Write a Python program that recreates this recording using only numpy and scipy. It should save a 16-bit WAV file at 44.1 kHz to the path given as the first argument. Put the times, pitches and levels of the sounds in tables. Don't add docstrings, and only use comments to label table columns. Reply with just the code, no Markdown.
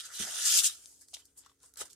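import sys
import numpy as np
from scipy import signal
from scipy.fft import rfft, irfft, next_fast_len
from scipy.io import wavfile
from scipy.ndimage import uniform_filter1d, map_coordinates

SR = 44100
rng = np.random.default_rng(int(sys.argv[2]) if len(sys.argv) > 2 else 0)


def to_wav(s):
    ch = np.atleast_2d(s).T
    pcm = np.round(np.clip(ch, -1, 1) * 32767)
    wavfile.write(sys.argv[1], SR, pcm.astype(np.int16))


N = 85995


def amp(db):
    return 10 ** (np.asarray(db) / 20)


def unit(x):
    return x / np.sqrt(np.mean(x ** 2) + 1e-20)


def along(points, hz):
    f, v = np.transpose(points)
    return np.interp(np.log(hz + 1), np.log(f + 1), v)


def curves(rows):
    s, *columns = np.transpose(rows)
    return [np.interp(np.arange(N) / SR, s, column) for column in columns]


def filtered(x, response):
    m = next_fast_len(N + 8192)
    return irfft(rfft(x, m) * response(np.fft.rfftfreq(m, 1 / SR)), m)[..., :N]


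def wobble(rate):
    knots = rng.standard_normal(int(N * rate / SR) + 4)
    return map_coordinates(knots, [np.arange(N) * rate / SR])


def rings(s, hz, t60, db, size):
    first = np.floor(s * SR).astype(int) + 1
    t = (first / SR - s)[:, None] + np.arange(size) / SR
    decay = amp(db[:, None] - 60 * t / t60[:, None])
    wave = decay * np.sin(2 * np.pi * hz[:, None] * t)
    at = np.clip(first[:, None] + np.arange(size), 0, N)
    return np.bincount(at.ravel(), wave.ravel(), N + 1)[:N]


# (frequency [Hz], relative level [dB per Hz])
AIR_COLOUR = [(20, -34.5), (40, -10.5), (150, -13), (216, -29), (284, -18), (371, -19), (449, -9.5),
              (600, -29.5), (1040, -28.5), (1640, -29.5), (4200, -31), (15800, -32)]
# (frequency [Hz], correlation [1])
AIR_LIKENESS = [(100, 0.94), (500, 0.75), (2000, .5), (8000, .3)]
# (frequency [Hz], level [dB rms])
HUM_TONES = [(64.6, -84), (91.5, -88), (274.5, -85)]
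AIR_DB = -79.5


def air():
    def turn(hz):
        return np.arccos(np.clip(along(AIR_LIKENESS, hz), -1, 1)) / 2

    def mid_side_response(hz):
        return amp(along(AIR_COLOUR, hz)) * [np.cos(turn(hz)), np.sin(turn(hz))]

    mid, side = filtered(rng.standard_normal((2, N)), mid_side_response)
    noise = unit(np.array([mid + side, mid - side]))
    t = np.arange(N) / SR
    hum = 0
    for hz, db in HUM_TONES:
        level = amp(db + 3 + wobble(4))
        hum = hum + level * np.sin(2 * np.pi * hz * t + .4 * wobble(3))
    return amp(AIR_DB) * noise + hum


ROOM_T60_S = .08
ROOM_DB = -8


def room(x):
    t = np.arange(SR // 4) / SR
    tail = rng.standard_normal((2, len(t))) * amp(-60 * t / ROOM_T60_S) * (t > .002)
    wet = signal.fftconvolve(x, tail / np.linalg.norm(tail[0]), axes=1)[:, :N]
    return amp(ROOM_DB) * filtered(wet, lambda f: f / np.hypot(f, 900))


# (time [s], level [dB])
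BOX_RUMBLE = [(0.0, -77), (0.172, -73.5), (0.19, -72), (0.2, -48), (0.216, -51), (0.244, -55.5),
              (0.336, -71.5), (0.672, -65), (0.71, -77), (1.758, -82), (1.824, -62.5), (1.862, -74),
              (1.95, -71)]


def rumble():
    # (frequency [Hz], relative level [dB])
    colour = [(25, -29.5), (55, -2), (100, -6.5), (200, -8.5), (320, -3.0), (450, -9.0), (2000, -77)]
    a, b = filtered(rng.standard_normal((2, N)), lambda f: amp(along(colour, f)))
    level, = curves(BOX_RUMBLE)
    return amp(level - 3.5) * unit(np.array([a + 0.088 * b, a - 0.19 * b]))


# (time [s], pitch [Hz], level [dB])
BOX_WALL = [(.23, 770, -66), (.285, 697, -58), (.315, 678, -64), (.37, 653, -65), (.43, 617, -67)]
WALL_WIDTH_HZ = 130


def hollow():
    hz, db = curves(BOX_WALL)
    t, phase = np.arange(N) / SR, 2 * np.pi * np.cumsum(hz) / SR
    a, b = filtered(rng.standard_normal((2, N)), lambda f: 1 / np.hypot(1, (2 * f / WALL_WIDTH_HZ) ** 2))
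    sounding = (t > BOX_WALL[0][0]) * (t < BOX_WALL[-1][0])
    return amp(db) * sounding * unit(a * np.cos(phase) + b * np.sin(phase))


# (time [s], level [dB], pitch [Hz], decay by 60 dB [s], left over right [dB])
BLOCK_KNOCKS = [(0.2, -39.5, 210.3, 0.081, -1), (.553, -47.5, 440, 0.042, -4), (1.132, -46, 728, 0.018, 0),
                (1.168, -47.5, 676, 0.013, 5), (1.221, -49.5, 3160, 0.013, -5),
                (1.462, -41, 1122, 0.013, 5.5), (1.495, -53.5, 1150, 0.019, 6),
                (1.515, -54.5, 1100, 0.014, 4.5), (1.634, -57, 1035, 0.033, 5),
                (1.813, -36, 445, 0.023, -1.5), (1.8139, -38.5, 1270, 0.025, 12)]
# (multiple of the pitch [1], level [dB])
BLOCK_MODES = [(1, 3.5), (1.3, -7.5), (1.65, -5.5), (2, -16.5), (3.1, -9.5)]
KNOCK_ATTACK_S = 0.0029


def knocks():
    out, t = np.zeros((2, N + SR)), np.arange(SR // 4) / SR
    attack = 1 - np.exp(-t / KNOCK_ATTACK_S)
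    for s, db, hz, t60, pan in BLOCK_KNOCKS:
        ring = 0
        for k, level in BLOCK_MODES:
            ring = ring + amp(level - 60 * t * k ** .5 / t60) * np.sin(2 * np.pi * hz * k * t)
        start = round(s * SR)
        out[:, start:start + len(t)] += amp([[db + pan / 2], [db - pan / 2]]) * ring * attack
    return out[:, :N]


# (time [s], level [dB], centre pitch [Hz], left over right [dB])
CRISP_TICKS = [(0.8577, -39, 6700, 7.5), (1.011, -50.5, 7640, 4), (1.0845, -47.5, 7630, -3),
               (1.1334, -45, 6350, 0), (1.1678, -42.5, 3520, 11), (1.2024, -52, 7900, -1.0),
               (1.254, -47, 8550, 4), (1.375, -51, 10370, 1.5), (1.3803, -53, 10260, 5.5),
               (1.39, -43.5, 8000, 2), (1.4357, -56.5, 4000, 4), (1.448, -55, 4500, -5),
               (1.4617, -52.5, 6870, 11), (1.4965, -63, 3620, 4), (1.6022, -59, 6080, 3.5),
               (1.6309, -49.5, 7730, 0.5), (1.7378, -47.5, 8300, -7), (1.7575, -49, 6170, 13),
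               (1.7732, -40.5, 8400, -12), (1.856, -55, 5000, 5), (1.9014, -51.5, 6180, -13),
               (1.931, -43, 7000, 0)]
TICK_MODES = np.linspace(-.6, .5, 14)
TICK_T60_S = .007


def ticks():
    s, db, hz, pan = np.repeat(np.transpose(CRISP_TICKS), len(TICK_MODES), axis=1)
    step = np.tile(TICK_MODES, len(CRISP_TICKS))
    g = rng.standard_normal((len(s), 3))
    s = s + .001 * abs(g[:, 0])
    hz = np.clip(hz * np.exp(step + .03 * g[:, 1]), 900, 14500)
    db = db - 6 - 12 * abs(step) + 2 * g[:, 2]
    t60 = TICK_T60_S + 0 * s
    pair = np.array([rings(s, hz, t60, db + side * pan / 2, size=500) for side in (1, -1)])
    return filtered(pair, lambda f: f ** 2 / (f ** 2 + 1500 ** 2))


# (frequency [Hz], level [dB])
FOAM_COLOUR = [(400, -22.5), (680, -16.5), (1100, -16.5), (1300, -8.5), (2200, -15), (2500, -19),
               (3160, -14.5), (3700, -13), (4200, -11.5), (5000, -6), (5400, -6.5), (6120, -4), (6800, -1),
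               (7300, -2.5), (8100, -4.5), (8830, -4), (10900, -11), (12000, -14.5), (15800, -21.5)]
# (time [s], pitch [Hz], level [dB])
FOAM_SQUEAK = [(.45, 5000, -60), (0.469, 5000, -23.5), (.495, 5100, -39), (.51, 6120, -28.5),
               (.6, 6050, -30.5), (.62, 5900, -47), (0.673, 5250, -22.5), (.69, 5200, -56.5)]
SQUEAK_T60_S = .012
UNDER_HZ, UNDER_DB = 3230, 0.5


def squeak(slips):
    at, hz, db = np.transpose(FOAM_SQUEAK)
    s, slip_db = slips
    g = rng.standard_normal((3, len(s)))
    level = np.interp(s, at, db, -150, -150) + slip_db + 3 * g[0]
    t60 = SQUEAK_T60_S + 0 * s
    upper = rings(s, np.interp(s, at, hz) * np.exp(0.0095 * g[1]), t60, level, size=700)
    under = rings(s, UNDER_HZ * np.exp(0.084 * g[2]), t60, level + UNDER_DB, size=700)
    return filtered(upper + under, lambda f: amp(along(FOAM_COLOUR, f)) * f ** 6 / (f ** 6 + 2500. ** 6))


SHIFTING_DB = 2.4


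def shifting(pair):
    z = signal.stft(pair, nperseg=512)[2]
    field = uniform_filter1d(rng.standard_normal(z.shape[1:]), size=3, axis=0)
    field = uniform_filter1d(field, size=10, axis=1)
    return signal.istft(z * amp(SHIFTING_DB * unit(field)), nperseg=512)[1][:, :N]


LAG_S, LAG_SCATTER_S, PAN_SCATTER_DB = .00004, .00003, 9.5
SPREAD_DB, CLUMP_DB = 2, 1.5
CYCLES_AT_2KHZ = 4.9
SLIP_SHARE, SLIP_BLUR_S = .3, .0002
HISS_DB = -3


def snaps(lo_hz, hi_hz, rate, pan_db, jerk, slips):
    count = int(rate * N / SR)
    u, g = rng.random((count, 4)), rng.standard_normal((count, 3))
    s, hz = u[:, 0] * N / SR, lo_hz + (hi_hz - lo_hz) * u[:, 1]
    db = -SPREAD_DB * np.log(u[:, 2]) + CLUMP_DB * jerk[(s * SR).astype(int)]
    slip_s, slip_db = slips
    last, joined = np.searchsorted(slip_s, s) - 1, u[:, 3] < SLIP_SHARE
    s = np.where(joined, slip_s[last] + SLIP_BLUR_S * abs(g[:, 2]), s)
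    db = db + joined * slip_db[last]
    lag, pan = LAG_S + LAG_SCATTER_S * g[:, 0], PAN_SCATTER_DB * g[:, 1]
    t60 = CYCLES_AT_2KHZ / np.sqrt(hz * 2000)
    crackle = np.array([rings(s + side * lag / 2, hz, t60, db + side * pan / 2, size=200)
                        for side in (1, -1)])
    a, b = filtered(rng.standard_normal((2, N)), lambda f: (f > lo_hz) * (f < hi_hz))
    hiss = np.array([a + 0.83 * b, a - 0.67 * b])
    pair = unit(crackle) + amp(HISS_DB) * unit(hiss)

    def coloured_band(f):
        edges = 1 / np.sqrt((1 + (lo_hz / (f + 1)) ** 16) * (1 + (f / hi_hz) ** 16))
        return edges * amp(along(FOAM_COLOUR, f))

    return unit(filtered(shifting(pair), coloured_band)) * amp([pan_db / 2, -pan_db / 2])


BAND_EDGES = [350, 1150, 2400, 4200, 6800, 15500]
SNAP_RATES = [2000, 2500, 3000, 3000, 4500]
# (time [s], treble level [dB], upper middle over treble [dB],
# low middle over treble [dB], bass over treble [dB])
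RUB_STRETCHES = [
    [(0.0, -40, -4.5, -16, -29.5), (0.024, -53.5, -7.5, -9, -28), (0.064, -44.5, -6.5, -11, -27),
     (0.08, -56.5, -4, -11, -13), (0.108, -54.5, -9.5, -1, -17), (0.154, -42, -5, -19, -27),
     (0.186, -44, -4.5, -12, -28), (0.202, -34.5, -5.5, -13, -29), (0.234, -36, -4.5, -9.5, -26),
     (0.246, -41.5, -8, -8.5, -22), (0.282, -40.5, -11, -9, -14.5), (0.33, -40.5, -6, -15.5, -25.5),
     (0.384, -36.5, -8, -11.5, -25.5)],
    [(0.44, -33.5, -7.5, -18, -33.5), (0.466, -24.5, -13, -21.5, -41), (0.492, -26, -9, -24.5, -36.5),
     (0.58, -23, -12.5, -23.5, -35.5), (0.592, -21.5, -7.5, -28.5, -42), (0.624, -36, -9.5, -13.5, -27),
     (0.642, -23.5, -9.5, -26, -39), (0.67, -23, -14, -32, -51), (0.692, -41.5, -5, -14.5, -34.5),
     (0.776, -56.5, -9.5, -22.5, -27)],
    [(0.81, -57, -11.5, -18, -24.5), (0.906, -58, -18, -24, -24), (1.0, -64.5, -17, -27, -24),
     (1.018, -55, -27, -14, -23.5), (1.042, -63, -18, -17, -33), (1.068, -72.5, -14, -18, -14),
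     (1.084, -64, -37, -24, -18), (1.12, -62.5, -18, -35, -28)],
    [(1.135, -67, -6, -25, -6), (1.1395, -39, -9, -25, -31.5), (1.147, -39.5, -3.5, -30, -39),
     (1.153, -58, -4, -39, -18), (1.163, -55.5, -7, -16, -15), (1.205, -61, -8, -14, -25),
     (1.227, -70.5, -3, -14, -12), (1.245, -70.5, -12, -17, -26), (1.255, -63, -26, -22, -40),
     (1.267, -68.5, -22, -18, -19), (1.289, -73.5, -3.5, -11.5, -16), (1.35, -79, -26, -19.5, -13.5)],
    [(1.36, -73, -10, -10, -16), (1.38, -54, -23, -26, -25), (1.402, -59.5, -17, -21, -25),
     (1.44, -69.5, -7, -7, -9), (1.466, -65, -3, -1.5, -13.5), (1.48, -77, -6, 2, -9),
     (1.494, -68.5, -6, -11.5, -10), (1.582, -83.5, -14, -10, -26), (1.64, -58.5, -11, -15.5, -13.5),
     (1.674, -64, -17, -15, -18),],
    [(1.73, -76, -17.5, -12, -20), (1.768, -70, -8, 1, -9), (1.772, -46.5, -15, -11.5, -21),
     (1.796, -46.5, -9, -17, -20.5), (1.814, -36, -9.5, -11, -9), (1.848, -62.5, -2.5, -5, -8.5),
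     (1.856, -51, -15, -15, -14.5), (1.892, -69, -9, -4, -8), (1.906, -55, -16, -28, -23),
     (1.924, -60, -8, -25, -17), (1.932, -58, -13, -25, -36), (1.95, -78, -6, -3, -3)],
]
# (time [s], high treble [dB], low treble [dB], middle [dB])
RUB_PLACE = [(0.0, 2, -14.5, -2), (0.118, 5, -1, 0.0), (0.222, 1.5, -9.5, -3.5), (0.254, 2.5, -3.5, -2.5),
             (0.608, 7, -2, -1.5), (0.754, 1, -2.5, -1.5), (1.416, 2, -4, -2), (1.45, -2, -1, 6),
             (1.542, 1.5, -2, -4), (1.852, 1, -4, -1.5), (1.95, -1, -15, -5)]
# (time [s], level [dB])
RUB_BRIGHT = [(0, -1), (.6, -1.5), (1.12, 3.5), (1.14, -3.5), (1.2, -0.5), (1.38, 7.5), (1.47, -3),
              (1.65, 3), (1.8, 2)]
HIGH_DB, MID_HIGH_DB = -2, -5
SLIPS_PER_S, SLIP_UNEVEN, SLIP_SPREAD_DB = 290, .3, 1.5


def rubbing():
    treble, upper, low, bass = curves(sum(RUB_STRETCHES, []))
    high_pan, low_treble_pan, middle_pan = curves(RUB_PLACE)
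    bright, = curves(RUB_BRIGHT)
    levels = [treble + bass, treble + low, treble + upper,
              treble + MID_HIGH_DB - bright / 2, treble + HIGH_DB + bright / 2]
    pans = [0 * high_pan, middle_pan, middle_pan, low_treble_pan, high_pan]
    jerk = wobble(220)
    g = rng.standard_normal((2, 4 * SLIPS_PER_S))
    gaps = np.exp(SLIP_UNEVEN * (g[0] - SLIP_UNEVEN / 2)) / SLIPS_PER_S
    slips = np.cumsum(gaps), SLIP_SPREAD_DB * g[1]
    out = amp([low_treble_pan / 2, -low_treble_pan / 2]) * squeak(slips)
    for lo_hz, hi_hz, db, pan, rate in zip(BAND_EDGES, BAND_EDGES[1:], levels, pans, SNAP_RATES):
        out = out + amp(db) * snaps(lo_hz, hi_hz, rate, pan, jerk, slips)
    return out


def scene():
    foam = knocks() + ticks() + rubbing()
    return air() + rumble() + hollow() + room(foam) + foam


def record(dry):
    return filtered(dry, lambda hz: hz < 15800)


dry = scene()
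out = record(dry)
to_wav(out)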